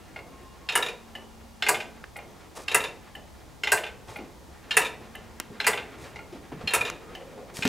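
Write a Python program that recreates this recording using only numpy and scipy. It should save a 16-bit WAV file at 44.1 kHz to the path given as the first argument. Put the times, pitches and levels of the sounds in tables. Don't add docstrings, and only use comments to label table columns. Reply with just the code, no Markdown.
import sys
import numpy as np
from scipy import signal
from scipy.fft import rfft, irfft
from scipy.io import wavfile
from scipy.ndimage import uniform_filter1d

SR = 44100
rng = np.random.default_rng(int(sys.argv[2]) if len(sys.argv) > 2 else 0)


def materialize(psi):
    bounded = np.clip(np.atleast_2d(psi).T, -1, 1)
    quanta = np.round(bounded * 32767).astype(np.int16)
    wavfile.write(sys.argv[1], SR, quanta)


def ratio(d):
    e = np.asarray(d, float) / 20
    return 10 ** e


N = 338688
TAIL = SR // 2

# (time [s], peak [dB], chatter [ms], treble over its kind's [dB])
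LOCKS_A = [
    (0.753, -10, 4, -0.5),
    (2.745, -7.5, 7.3, -1),
    (4.7676, -6.5, 8, 0),
    (6.7356, -11.5, 18, -2),
]
LOCKS_B = [
    (1.6853, -7, 6.5, -1.3),
    (3.718, -8, 2.5, -1.5),
    (5.666, -7.5, 10.7, -2.3),
]
# (time [s], peak [dB], chatter [ms])
ARMS_A = [
    (1.1515, -29, 2.6),
    (3.151, -31.5, 2.9),
    (5.1512, -32, 4.7),
    (7.151, -30.5, 17),
]
ARMS_B = [
    (0.1604, -30, 2.4),
    (0.1894, -36, 7.3),
    (2.1586, -30, 3.8),
    (2.1869, -35, 3.7),
    (4.159, -29, 3.1),
    (4.187, -35.5, 4),
    (6.1584, -34, 5.2),
    (6.1894, -35.5, 4),
]


def level(x, db):
    return x * ratio(db) / np.sqrt(np.mean(x ** 2))


def peak(x, db):
    return x * ratio(db) / np.max(np.abs(x))


def read(table, hz):
    f, v = np.transpose(table)
    return np.interp(np.log(np.maximum(hz, 1)), np.log(f), v)


def band(x, lo_hz, hi_hz):
    return signal.sosfilt(signal.butter(2, [lo_hz, min(hi_hz, .45 * SR)], "band", fs=SR, output="sos"), x)


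def coloured(spectrum):
    return irfft(rfft(rng.standard_normal(N)) * ratio(read(spectrum, np.fft.rfftfreq(N, 1 / SR))), N)


def walk(rate):
    k = int(SR / rate)
    steps = np.repeat(rng.standard_normal(N // k + 1), k)
    return level(uniform_filter1d(uniform_filter1d(steps, k), k)[:N], 0)


def fade(t60):
    return ratio(-60 * np.arange(TAIL) / SR / np.clip(t60, .003, .5))


def add(out, s, x):
    i = int(s * SR)
    out[..., i:i + x.shape[-1]] += x[..., :N - i]


def clock():
    # (time [s], peak [dB], chatter [ms])
    unlocks_a = [
        (0.688, -18.5, 6.8),
        (2.6806, -18.5, 4.1),
        (4.7082, -16.5, 6.8),
        (6.6737, -16.5, 2.8),
    ]
    unlocks_b = [
        (1.6228, -15.5, 2.4),
        (3.6344, -15.5, 2.7),
        (5.6006, -15.5, 5),
        (7.6231, -18.5, 6.5),
    ]
    rebounds_a = [(0.7209, -24, 3.5), (0.8244, -18, 2), (0.8624, -23.5, 3), (0.8844, -26.5, 8.6),
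                  (2.7145, -23, 10), (2.8034, -24.5, 8.2), (2.8382, -21.5, 11), (4.7394, -29, 3.4),
                  (4.8144, -25.5, 6.4), (4.8481, -24, 20), (6.7064, -26.5, 17), (6.8087, -19, 3),
                  (6.8502, -24.5, 33)]
    rebounds_b = [(1.6641, -16, 3), (1.7432, -20, 5.9), (1.8023, -26, 8), (3.6715, -17, 2.2),
                  (3.7744, -23, 6.9), (3.8348, -25.5, 8.3), (3.8646, -28, 3.4), (5.6431, -20.5, 5.8),
                  (5.7317, -20.5, 4.1), (5.7745, -24.5, 2.6), (7.6664, -23.5, 10)]
    # (frequency [Hz], level [dB], t60 [s])
    unlock_a_modes = [(810, -20, .15), (1755, -13, .07), (3110, -9, .05), (2530, -4, .06), (2745, 0, .06),
                      (3736, -14, .15), (4194, -14, .08), (5110, -14, .06), (6998, -26, .14),
                      (7800, -26, .06), (10170, -30, .1), (11090, -30, .06), (13770, -36, .15)]
    unlock_b_modes = [(420, -18, .12), (851, -18, .2), (1540, -6, .07), (2132, -4, .06), (2745, 0, .075),
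                      (2998, -8, .08), (3515, -18, .12), (4161, -14, .1), (5238, -22, .1), (6794, -28, .12),
                      (7763, -24, .08), (12970, -32, .05)]
    lock_a_modes = [(440, -8, .15), (964, -12, .18), (1346, -12, .25), (1663, -13, .2), (1760, -10, .2),
                    (2229, -12, .15), (2439, -5, .09), (2708, 0, .08), (2907, -12, .15), (3650, -20, .2),
                    (6971, -25, .16), (7865, -20, .1), (8538, -22, .12), (9114, -12, .13),
                    (10070, -16, .14), (11150, -28, .13), (12660, -28, .13), (13700, -23, .14)]
    lock_b_modes = [(430, -14, .15), (646, -13, .25), (824, -9, .25), (974, -12, .19), (1184, -13, .2),
                    (1540, -5, .15), (1610, -3, .06), (1992, -5, .09), (2110, -7, .08), (2460, -9, .1),
                    (2729, 0, .06), (4210, -20, .12), (4780, -20, .12), (6907, -23, .14), (7865, -24, .13),
                    (8522, -22, .12), (10190, -15, .07), (13910, -21, .1)]
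    rebound_a_modes = [(470, -13, .13), (960, -13, .13), (1760, -9, .12), (2450, -2.5, .1),
                       (2740, -2.5, .12), (3640, -7.5, .17), (3790, -7, .07), (6970, -28, .14),
                       (10150, -28, .13), (11100, -26, .05), (13750, -29, .13)]
    rebound_b_modes = [(430, -14, .12), (830, -9, .2), (1550, -3.5, .1), (2130, -2.5, .08),
                       (2460, -2.5, .12), (2740, 0, .1), (3000, -5, .12), (3500, -11, .12),
                       (6900, -24, .15)]
    arm_a_modes = [(646, -11, .25), (780, -4, .35), (1760, -3, .08), (2030, -9, .14), (2740, -11, .1),
                   (3000, -1, .14)]
    arm_b_modes = [(646, -8, .2), (813, -3, .25), (1430, -16, .15), (2140, 0, .075), (2420, -11, .08),
                   (2780, -13, .08), (4430, -17, .06)]
    # (bass [dB], upper [dB], treble [dB]) against its body
    unlock_a_db = (-14.5, -1.5, -13)
    unlock_b_db = (-13, -8.5, -16)
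    lock_a_db = (-6, -12, 1.2)
    lock_b_db = (-6.5, -13.5, 1)
    rebound_a_db = (-5.5, -5, -7.5)
    rebound_b_db = (-10, -12, -16)
    arm_a_db = (-13.5, -18, -16)
    arm_b_db = (-11.5, -22, -18)
    # (frequency [Hz], density [dB per Hz])
    soft = [(250, -24), (420, -13), (1200, -9), (2000, -5), (2800, 0), (3600, -7), (4800, -11), (6000, -19),
            (11000, -25), (16000, -38)]
    hard = [(250, -24), (420, -5), (900, -2), (1600, 0), (2700, 0), (4200, -13), (6000, -14), (9500, -11),
            (13000, -17.5), (16000, -26)]

    unlock = blows(unlocks_a, unlock_a_db, unlock_a_modes, soft, hiss_db=0.5)
    unlock += blows(unlocks_b, unlock_b_db, unlock_b_modes, soft, hiss_db=0.27)
    lock = blows(LOCKS_A, lock_a_db, lock_a_modes, hard, hiss_db=0.77)
    lock += blows(LOCKS_B, lock_b_db, lock_b_modes, hard, hiss_db=6.4)
    rebound = blows(rebounds_a, rebound_a_db, rebound_a_modes, soft, hiss_db=0.82)
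    rebound += blows(rebounds_b, rebound_b_db, rebound_b_modes, soft, hiss_db=0.45)
    arm = blows(ARMS_A, arm_a_db, arm_a_modes, soft, hiss_db=-10.5)
    arm += blows(ARMS_B, arm_b_db, arm_b_modes, soft, hiss_db=-10.0, ring_share=0.75)
    return unlock + lock + rebound + arm


def blows(events, colour_db, modes, frame, hiss_db, ring_share=1):
    # (frequency [Hz], t60 [s])
    frame_t60 = [(300, 0.85), (1000, 0.22), (2500, 0.12), (6000, 0.2), (14000, 0.23)]
    bands_hz = 250 * 2 ** np.arange(0, 6.1, .5)
    out, t = np.zeros(N), np.arange(TAIL) / SR
    hz, db, t60 = np.transpose(modes)[:, :, None]
    t60 = t60 * ring_share
    decay = fade(0.42 * t60) + ratio(-3) * fade(t60)
    off_mode = (np.fft.rfftfreq(TAIL, 1 / SR) - hz) / (.013 * hz + 30)
    resonance = ratio(-6) + np.sum(1 / (1 + off_mode ** 2), axis=0)
    weight = ratio(read(frame, bands_hz)) * np.sqrt(bands_hz) * (-1) ** np.arange(len(bands_hz))
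    bass_db, upper_db, treble_db = colour_db
    for s, peak_db, chatter_ms, *bright_db in events:
        size, split = rng.standard_normal((2, len(modes), 1))
        beat_hz = hz * .012 * (split + .4 * np.sign(split))
        pair = 1 + .5 * np.cos(2 * np.pi * beat_hz * t)
        jolts = np.repeat(rng.standard_normal((len(modes), TAIL // 256 + 1)), 256, axis=1)[:, :TAIL]
        pair = pair * (1 + np.minimum(t / .02, .9) * uniform_filter1d(jolts, size=256, axis=1))
        strength = ratio(db + 2 * size + 5.5 * (hz > 6000))
        ring = np.sum(strength * np.sin(2 * np.pi * hz * t) * pair * decay, axis=0)

        late = np.maximum(np.arange(TAIL) - int(chatter_ms * SR / 1000), 0)
        fine_grain_db = 1.33 * np.repeat(rng.standard_normal(TAIL // 30 + 1), 30)[:TAIL]
        coarse_grain_db = .8 * np.repeat(rng.standard_normal(TAIL // 64 + 1), 64)[:TAIL]
        noise = rng.standard_normal(TAIL) * ratio(fine_grain_db)
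        noise = irfft(rfft(noise) * resonance, TAIL) * ratio(coarse_grain_db)
        noise = noise * (fade(0.021)[late] + ratio(11.5))
        hiss = np.zeros(TAIL)
        for f, w in zip(bands_hz, weight):
            strip = level(band(noise, f / 1.254, f * 1.098), 0)
            hiss += w * strip * fade(read(frame_t60, f))[late]

        x = (level(ring, 0) + level(hiss, hiss_db)) * (1 - np.exp(-t / 0.001))
        body, treble = again(s)
        swell = 1 - 0.61 * np.exp(-t / 0.0077)
        parts = peak(band(x * body, 1200, 3400), 0)
        parts -= peak(band(x * swell, 250, 1100), bass_db)
        parts += peak(band(x * treble, 6000, 16500), treble_db + sum(bright_db))
        parts -= peak(band(x * body, 3400, 6000), min(upper_db, -5))
        add(out, s, peak(favour(parts, s), peak_db + 3.0))
    return out


def again(s):
    # (time of the blow [s], delay [ms], body over ring [dB], treble over ring [dB])
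    restrikes = [(.16, 5.1, 0, 9), (.688, 9.5, -8, 0), (.753, 7.2, -5, -7), (.753, 23, -6, 0),
                 (1.685, 6, 2, -2), (2.16, 6, 7, -6), (2.681, 16, -9, -4), (2.745, 11.5, -3, -7),
                 (3.634, 9.8, -8, 0), (3.718, 8, 2, -4), (4.16, 4.5, 2, -6), (4.708, 9, -1, -4),
                 (4.768, 4.8, 2, -20), (5.601, 9.6, -3, -8), (5.666, 11.4, -2, -1), (6.158, 8.5, 8, -6),
                 (6.674, 9, -3, 0), (6.735, 12, -2.5, 2), (7.623, 8.5, 2, -3), (6.809, 6, 6, -6)]
    crack = fade(0.027)
    body, treble = 1 + ratio(-4) * crack, 1 + ratio(0.5) * crack
    for at, delay_ms, body_db, treble_db in restrikes:
        if abs(at - s) < .006:
            jolt = np.roll(fade(0.046), int(delay_ms * SR / 1000))
            body, treble = body + ratio(body_db) * jolt, treble + ratio(treble_db) * jolt
    return body, treble


def favour(x, s):
    # (time of the blow [s], frequency [Hz], gain [dB])
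    favours_main = [(0.688, 1780, -10), (0.688, 2010, -10.0), (0.688, 3120, 6), (0.688, 4880, -10.0),
                    (0.753, 570, -10.0), (0.753, 2400, -10.0), (0.753, 2680, -8), (1.623, 674, 12),
                    (1.623, 1800, 10.0), (1.623, 2060, 8), (1.623, 4250, -9.0), (1.685, 1240, -10.0),
                    (1.685, 1550, 5), (1.685, 2030, -10.0), (1.685, 2540, -12), (2.681, 1590, 5),
                    (2.681, 2080, 13), (2.681, 2700, 12), (2.681, 3010, 11), (2.745, 570, -9.0),
                    (2.745, 1410, -8), (2.745, 1960, 16.5), (2.745, 2250, -10), (3.634, 1540, -9),
                    (3.634, 2030, 8), (3.634, 3130, 7), (3.634, 3400, -10.0), (3.718, 1200, -17),
                    (3.718, 1540, 6), (3.718, 1800, 9.0), (3.718, 2720, 8), (4.708, 1990, -10.0),
                    (4.708, 2810, 14.5), (4.708, 3140, 14), (4.708, 4080, 10.0), (4.768, 420, -12),
                    (4.768, 1550, 7), (4.768, 1930, 9.0), (4.768, 2624, 17), (5.601, 1510, -9.0),
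                    (5.601, 2570, -21), (5.601, 3080, -12), (5.601, 4060, 17), (5.666, 655, -8),
                    (5.666, 1120, -10), (5.666, 1500, -11), (5.666, 1930, 8.0), (6.674, 2760, 12.5),
                    (6.674, 3230, 16), (6.674, 3720, -10.0), (6.674, 4170, 18), (6.735, 1020, -14),
                    (6.735, 1400, -12), (6.735, 1700, -14), (6.735, 2460, 10.5), (7.623, 1480, -6.0),
                    (7.623, 2190, -7.0), (7.623, 2460, 21), (7.623, 2930, 7)]
    favours_small = [(0.16, 1330, -10.0), (0.16, 2380, -12), (0.721, 533, -15), (0.721, 2970, 12),
                     (0.824, 2510, -10.0), (0.824, 3820, 15), (0.862, 950, -12), (0.862, 2480, -10.0),
                     (1.151, 730, -11), (1.151, 2885, 16.5), (1.664, 880, -7), (1.664, 2080, 10.0),
                     (1.743, 870, -9.0), (1.743, 2240, -10.0), (2.16, 865, -11), (2.16, 1950, 13),
                     (2.187, 1280, 10.0), (2.187, 2420, 8.0), (2.717, 950, -10.0), (2.717, 2470, -10.0),
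                     (2.803, 600, -9.0), (2.803, 2650, 10.0), (2.838, 1800, -10.0), (2.838, 3590, 10.0),
                     (3.151, 3000, 9), (3.671, 1560, -9.0), (3.671, 2030, 14), (3.774, 1780, 11),
                     (3.774, 2500, -8.0), (4.16, 920, -8), (4.16, 2320, -13), (4.814, 1720, -5.0),
                     (4.814, 2900, 15), (4.848, 2360, 12), (5.152, 360, 8.0), (5.152, 770, -13),
                     (5.643, 1700, 14), (5.643, 2460, 13), (5.732, 1990, 16), (6.158, 790, -13),
                     (6.158, 2010, 11), (6.189, 640, -14), (6.189, 1360, 22), (6.809, 1690, -6),
                     (6.809, 2400, 18), (6.85, 960, -14), (6.85, 2450, 9), (7.148, 830, -13)]
    favours_fine = [(0.189, 2080, -6.0), (0.688, 1820, -8.0), (0.688, 4280, -10.0), (0.753, 390, 6),
                    (0.753, 2900, 9), (0.862, 3900, -10.0), (0.884, 1410, 16), (1.623, 4170, -8.0),
                    (1.685, 2940, 12), (2.681, 2930, 8.0), (2.681, 3200, 10.0), (2.745, 2080, 10.0),
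                    (2.745, 2610, 13), (3.634, 3520, -10), (3.634, 5180, 8), (3.718, 1550, 8.5),
                    (3.718, 2240, -10.0), (3.718, 5640, 15), (3.865, 2600, 12), (4.187, 2140, -9),
                    (4.708, 2140, 9.0), (4.768, 1050, 5.5), (4.768, 1990, 8), (4.768, 2310, 8),
                    (5.601, 1850, -11), (5.601, 3080, -9.0), (5.666, 467, 9), (5.666, 2700, 9.5),
                    (5.666, 2960, 11), (6.674, 2470, 8), (6.674, 2920, 8), (6.735, 970, -9),
                    (6.735, 1230, -10.0), (6.735, 2560, 7), (6.809, 2500, 12)]
    share, width_hz, t60_s = 0.66, 98, 0.21
    for at, hz, db in favours_main + favours_small + favours_fine:
        if abs(at - s) < .006:
            x = x + (ratio(share * db) - 1) * band(x, hz - width_hz, hz + width_hz) * fade(t60_s)
    return x


def stand():
    out, t = np.zeros(N), np.arange(TAIL) / SR
    for s, peak_db, *_ in LOCKS_A + LOCKS_B:
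        shake = band(rng.standard_normal(TAIL), 71, 293) * fade(0.63) * (1 - np.exp(-t / 0.0096))
        add(out, s, peak(shake, peak_db - 29.5))
    for s, peak_db, _ in ARMS_A + ARMS_B:
        thud = band(rng.standard_normal(TAIL), 376, 830) * fade(0.6) * (1 - np.exp(-t / 0.018))
        add(out, s, peak(thud, peak_db - 10))
    return out


def ticks():
    # (time [s], peak [dB], centre [Hz], t60 [s])
    contacts = [(1.1543, -44, 11500, .02), (2.167, -36, 9000, .012), (2.1722, -41, 10500, .05),
                (3.1543, -44, 11500, .02), (4.1668, -45, 11500, .012), (4.1715, -41, 11500, .04),
                (5.1547, -36, 12000, .012), (7.1545, -43, 13000, .012), (7.149, -40, 4900, .07),
                (6.158, -43, 4700, .09), (6.521, -41, 2050, .25), (6.9, -25, 5000, .014),
                (6.518, -38, 950, .12)]
    out = np.zeros(N)
    for s, db, hz, t60 in contacts:
        add(out, s, peak(band(rng.standard_normal(TAIL), hz / 1.3, hz * 1.3) * fade(t60), db))
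    return out


def case():
    # (time [s], peak [dB], pitch [Hz], t60 [s], treble snap over it [dB])
    clicks = [
        (2.0405, -26, 1080, 0.014, -24),
        (4.643, -47, 1750, 0.012, -19),
        (3.9, -44, 1300, 0.02, -40),
        (5.3998, -22, 1300, 0.025, 7),
        (6.9, -21, 1700, 0.016, 0),
        (7.5698, -24, 2900, 0.0097, 2),
        (7.6526, -14, 1380, 0.0093, -7),
        (7.6764, -22.5, 4300, 0.013, 4),
        (7.5905, -29.5, 1160, .006, -25),
        (7.5, -38.5, 1400, .07, -30),
    ]
    out = np.zeros(N)
    for s, db, hz, t60, snap_db in clicks:
        noise = rng.standard_normal(TAIL)
        add(out, s, peak(band(noise, hz / 1.63, hz * 1.68) * fade(t60), db))
        add(out, s, peak(band(noise, 3200, 11500) * fade(0.3 * t60), db + snap_db))
    return out


def handling():
    # (time [s], peak [dB], pitch [Hz], t60 [s], scuff over it [dB])
    thumps = [(4.082, -41, 117, 0.5, 0.5), (4.19, -33, 258, 0.36, -15), (5.4, -29.5, 222, 0.021, 4.5),
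              (5.502, -35.5, 203, 0.31, -17), (6.325, -33, 296, 0.35, -9), (6.355, -39, 508, 0.088, -9),
              (6.518, -27.5, 291, 0.14, -22), (6.53, -32, 115.4, 0.48, -30), (6.639, -30, 112, 0.12, -30),
              (6.04, -38.5, 557, 0.11, 0), (6.611, -31.5, 596, 0.16, -8), (7.375, -36, 416, 0.61, -22),
              (7.5905, -23, 163, 0.024, -19), (7.652, -13.5, 252, 0.095, -2)]
    # (start [s], length [s], rustle [dB], dull rub over it [dB])
    brushes = [
        (2.552, 0.092, -47, 7),
        (4.075, 0.096, -54.5, 12.5),
        (5.98, 0.14, -56.5, -6),
        (7.54, 0.2, -44, -5),
    ]
    out, t = np.zeros(N), np.arange(TAIL) / SR
    for s, db, hz, t60, scuff_db in thumps:
        noise = rng.standard_normal(TAIL)
        knock = np.sin(2 * np.pi * hz * t) + 1.3 * level(band(noise, hz / 1.47, hz * 1.84), 0)
        scuff = band(noise, 210, 3130) * fade(1.05 * t60)
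        add(out, s, peak(knock * fade(t60), db) + peak(scuff, db + scuff_db))
    cloth = rng.standard_normal(N) * ratio(2.4 * walk(460) + 1.1 * walk(60))
    cloth = level(band(cloth, 1500, 9400), 0.66)
    rub = level(band(rng.standard_normal(N) * ratio(2.0 * walk(120)), 320, 1060), -2.7)
    for s, length, db, rub_db in brushes:
        times = s + length * np.array([0, .25, 1])
        shape_db = np.interp(np.arange(N) / SR, times, [-7, 0, -7], left=-80, right=-80)
        out += ratio(db + shape_db) * (cloth + ratio(rub_db) * rub)
    return out


def drags():
    # (on [s], off [s], pitch [Hz], level [dB])
    scrapes = [
        (6.99, 7.17, 470, -48),
        (7.15, 7.48, 520, -48.5),
        (7, 7.15, 1270, -55),
    ]
    t, out = np.arange(N) / SR, 0
    for on, off, hz, db in scrapes:
        squeak = level(band(rng.standard_normal(N), hz - 40, hz + 40) * ratio(0.76 * walk(30)), db)
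        out = out + squeak * np.clip(np.minimum(t - on, off - t) / 0.035, 0, 1)
    return out


def stir():
    # (time [s], shuffle [dB])
    movement = [(0, -51.5), (1, -53), (1.5, -54), (2.3, -52), (3.4, -54), (4.2, -53), (4.6, -52.5),
                (5.05, -49), (5.5, -51.5), (6, -43.5), (6.4, -53.5), (6.6, -44.5), (7.05, -46), (7.3, -51),
                (7.68, -45.5)]
    s, db = np.transpose(movement)
    db = np.interp(np.arange(N) / SR, s, db)
    low = level(band(rng.standard_normal(N), 64, 497) * ratio(2 * walk(25)), -3.0)
    upper = level(band(rng.standard_normal(N), 400, 2180) * ratio(2.8 * walk(45)), -5)
    return low * ratio(db + 1.5) + upper * ratio(db - 0.5)


def tones():
    # (on [s], off [s])
    spans = [
        (.95, 2.05),
        (4.72, 5.75),
        (.285, .5),
        (.5, .58),
        (.595, .72),
        (0, 1.7),
    ]
    # (frequency [Hz], level [dB], pitch waver [0-1])
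    lines = [
        (226, -53.5, .002),
        (226, -55, .002),
        (1066, -57, .004),
        (1062, -59, .004),
        (1088, -54, .004),
        (2815, -71, .002),
    ]
    t, out = np.arange(N) / SR, 0
    for (on, off), (hz, db, waver) in zip(spans, lines):
        gate = np.clip(np.minimum(t - on, off - t) / .02, 0, 1)
        loudness = ratio(db + 3 * walk(28) * (hz > 400) + .5 * walk(13))
        phase = 2 * np.pi * np.cumsum(hz * (1 + waver * walk(20))) / SR
        out = out + gate * loudness * np.sin(phase)
    return out


def room(x):
    def echo(lo_hz, hi_hz, t60_s):
        response = band(rng.standard_normal(TAIL), lo_hz, hi_hz) * fade(t60_s)
        return signal.fftconvolve(x, response / np.sqrt(np.sum(response ** 2)))[:N]

    tail_db = -13.5
    mid, side = echo(200, 4960, 0.37), echo(200, 4960, 0.37)
    glint, slap = echo(8200, 26000, 0.057), echo(500, 2300, 0.014)
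    apart = ratio(tail_db - 29) * side + ratio(-15) * glint + ratio(-29) * slap
    return x + ratio(tail_db) * mid + np.array([apart, -apart])


def air():
    # (frequency [Hz], density [dB per Hz])
    mid_spectrum = [(11, -47), (18, -15), (66, 0.5), (107, -10), (229, -11), (341, -40), (819, -14),
                    (1090, -19), (1570, -33), (2760, -31.5), (3270, -27.5), (6450, -29.5), (15500, -38.5)]
    side_spectrum = [(12, -53.5), (20, -9), (70, -2), (216, -5), (277, -9), (319, -8), (574, -13.5),
                     (660, -13), (897, -17.5), (3530, -29), (16000, -39)]
    mid, side = level(coloured(mid_spectrum), -52), level(coloured(side_spectrum), -54.5)
    pair = np.array([mid + side, mid - side])
    road = signal.sosfiltfilt(signal.butter(2, 130, fs=SR, output="sos"), pair)
    return road * ratio(1.5 * walk(4.1)) + (pair - road) * ratio(-0.1 * walk(5.08))


def scene():
    case_room = ratio(-8)
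    works, clicks = clock() + stand(), case()
    heard = room(works + case_room * clicks + handling() + stir() + drags())
    return heard + (1 - case_room) * clicks + tones() + air() + ticks()


def band_limit(x):
    return signal.sosfilt(signal.butter(12, 16660, fs=SR, output="sos"), x)


def record(dry):
    top = signal.ellip(6, .3, 50, 15600, fs=SR, output="sos")
    mix = signal.sosfilt(top, dry)
    return band_limit(mix)


dry = scene()
out = record(dry)
materialize(out)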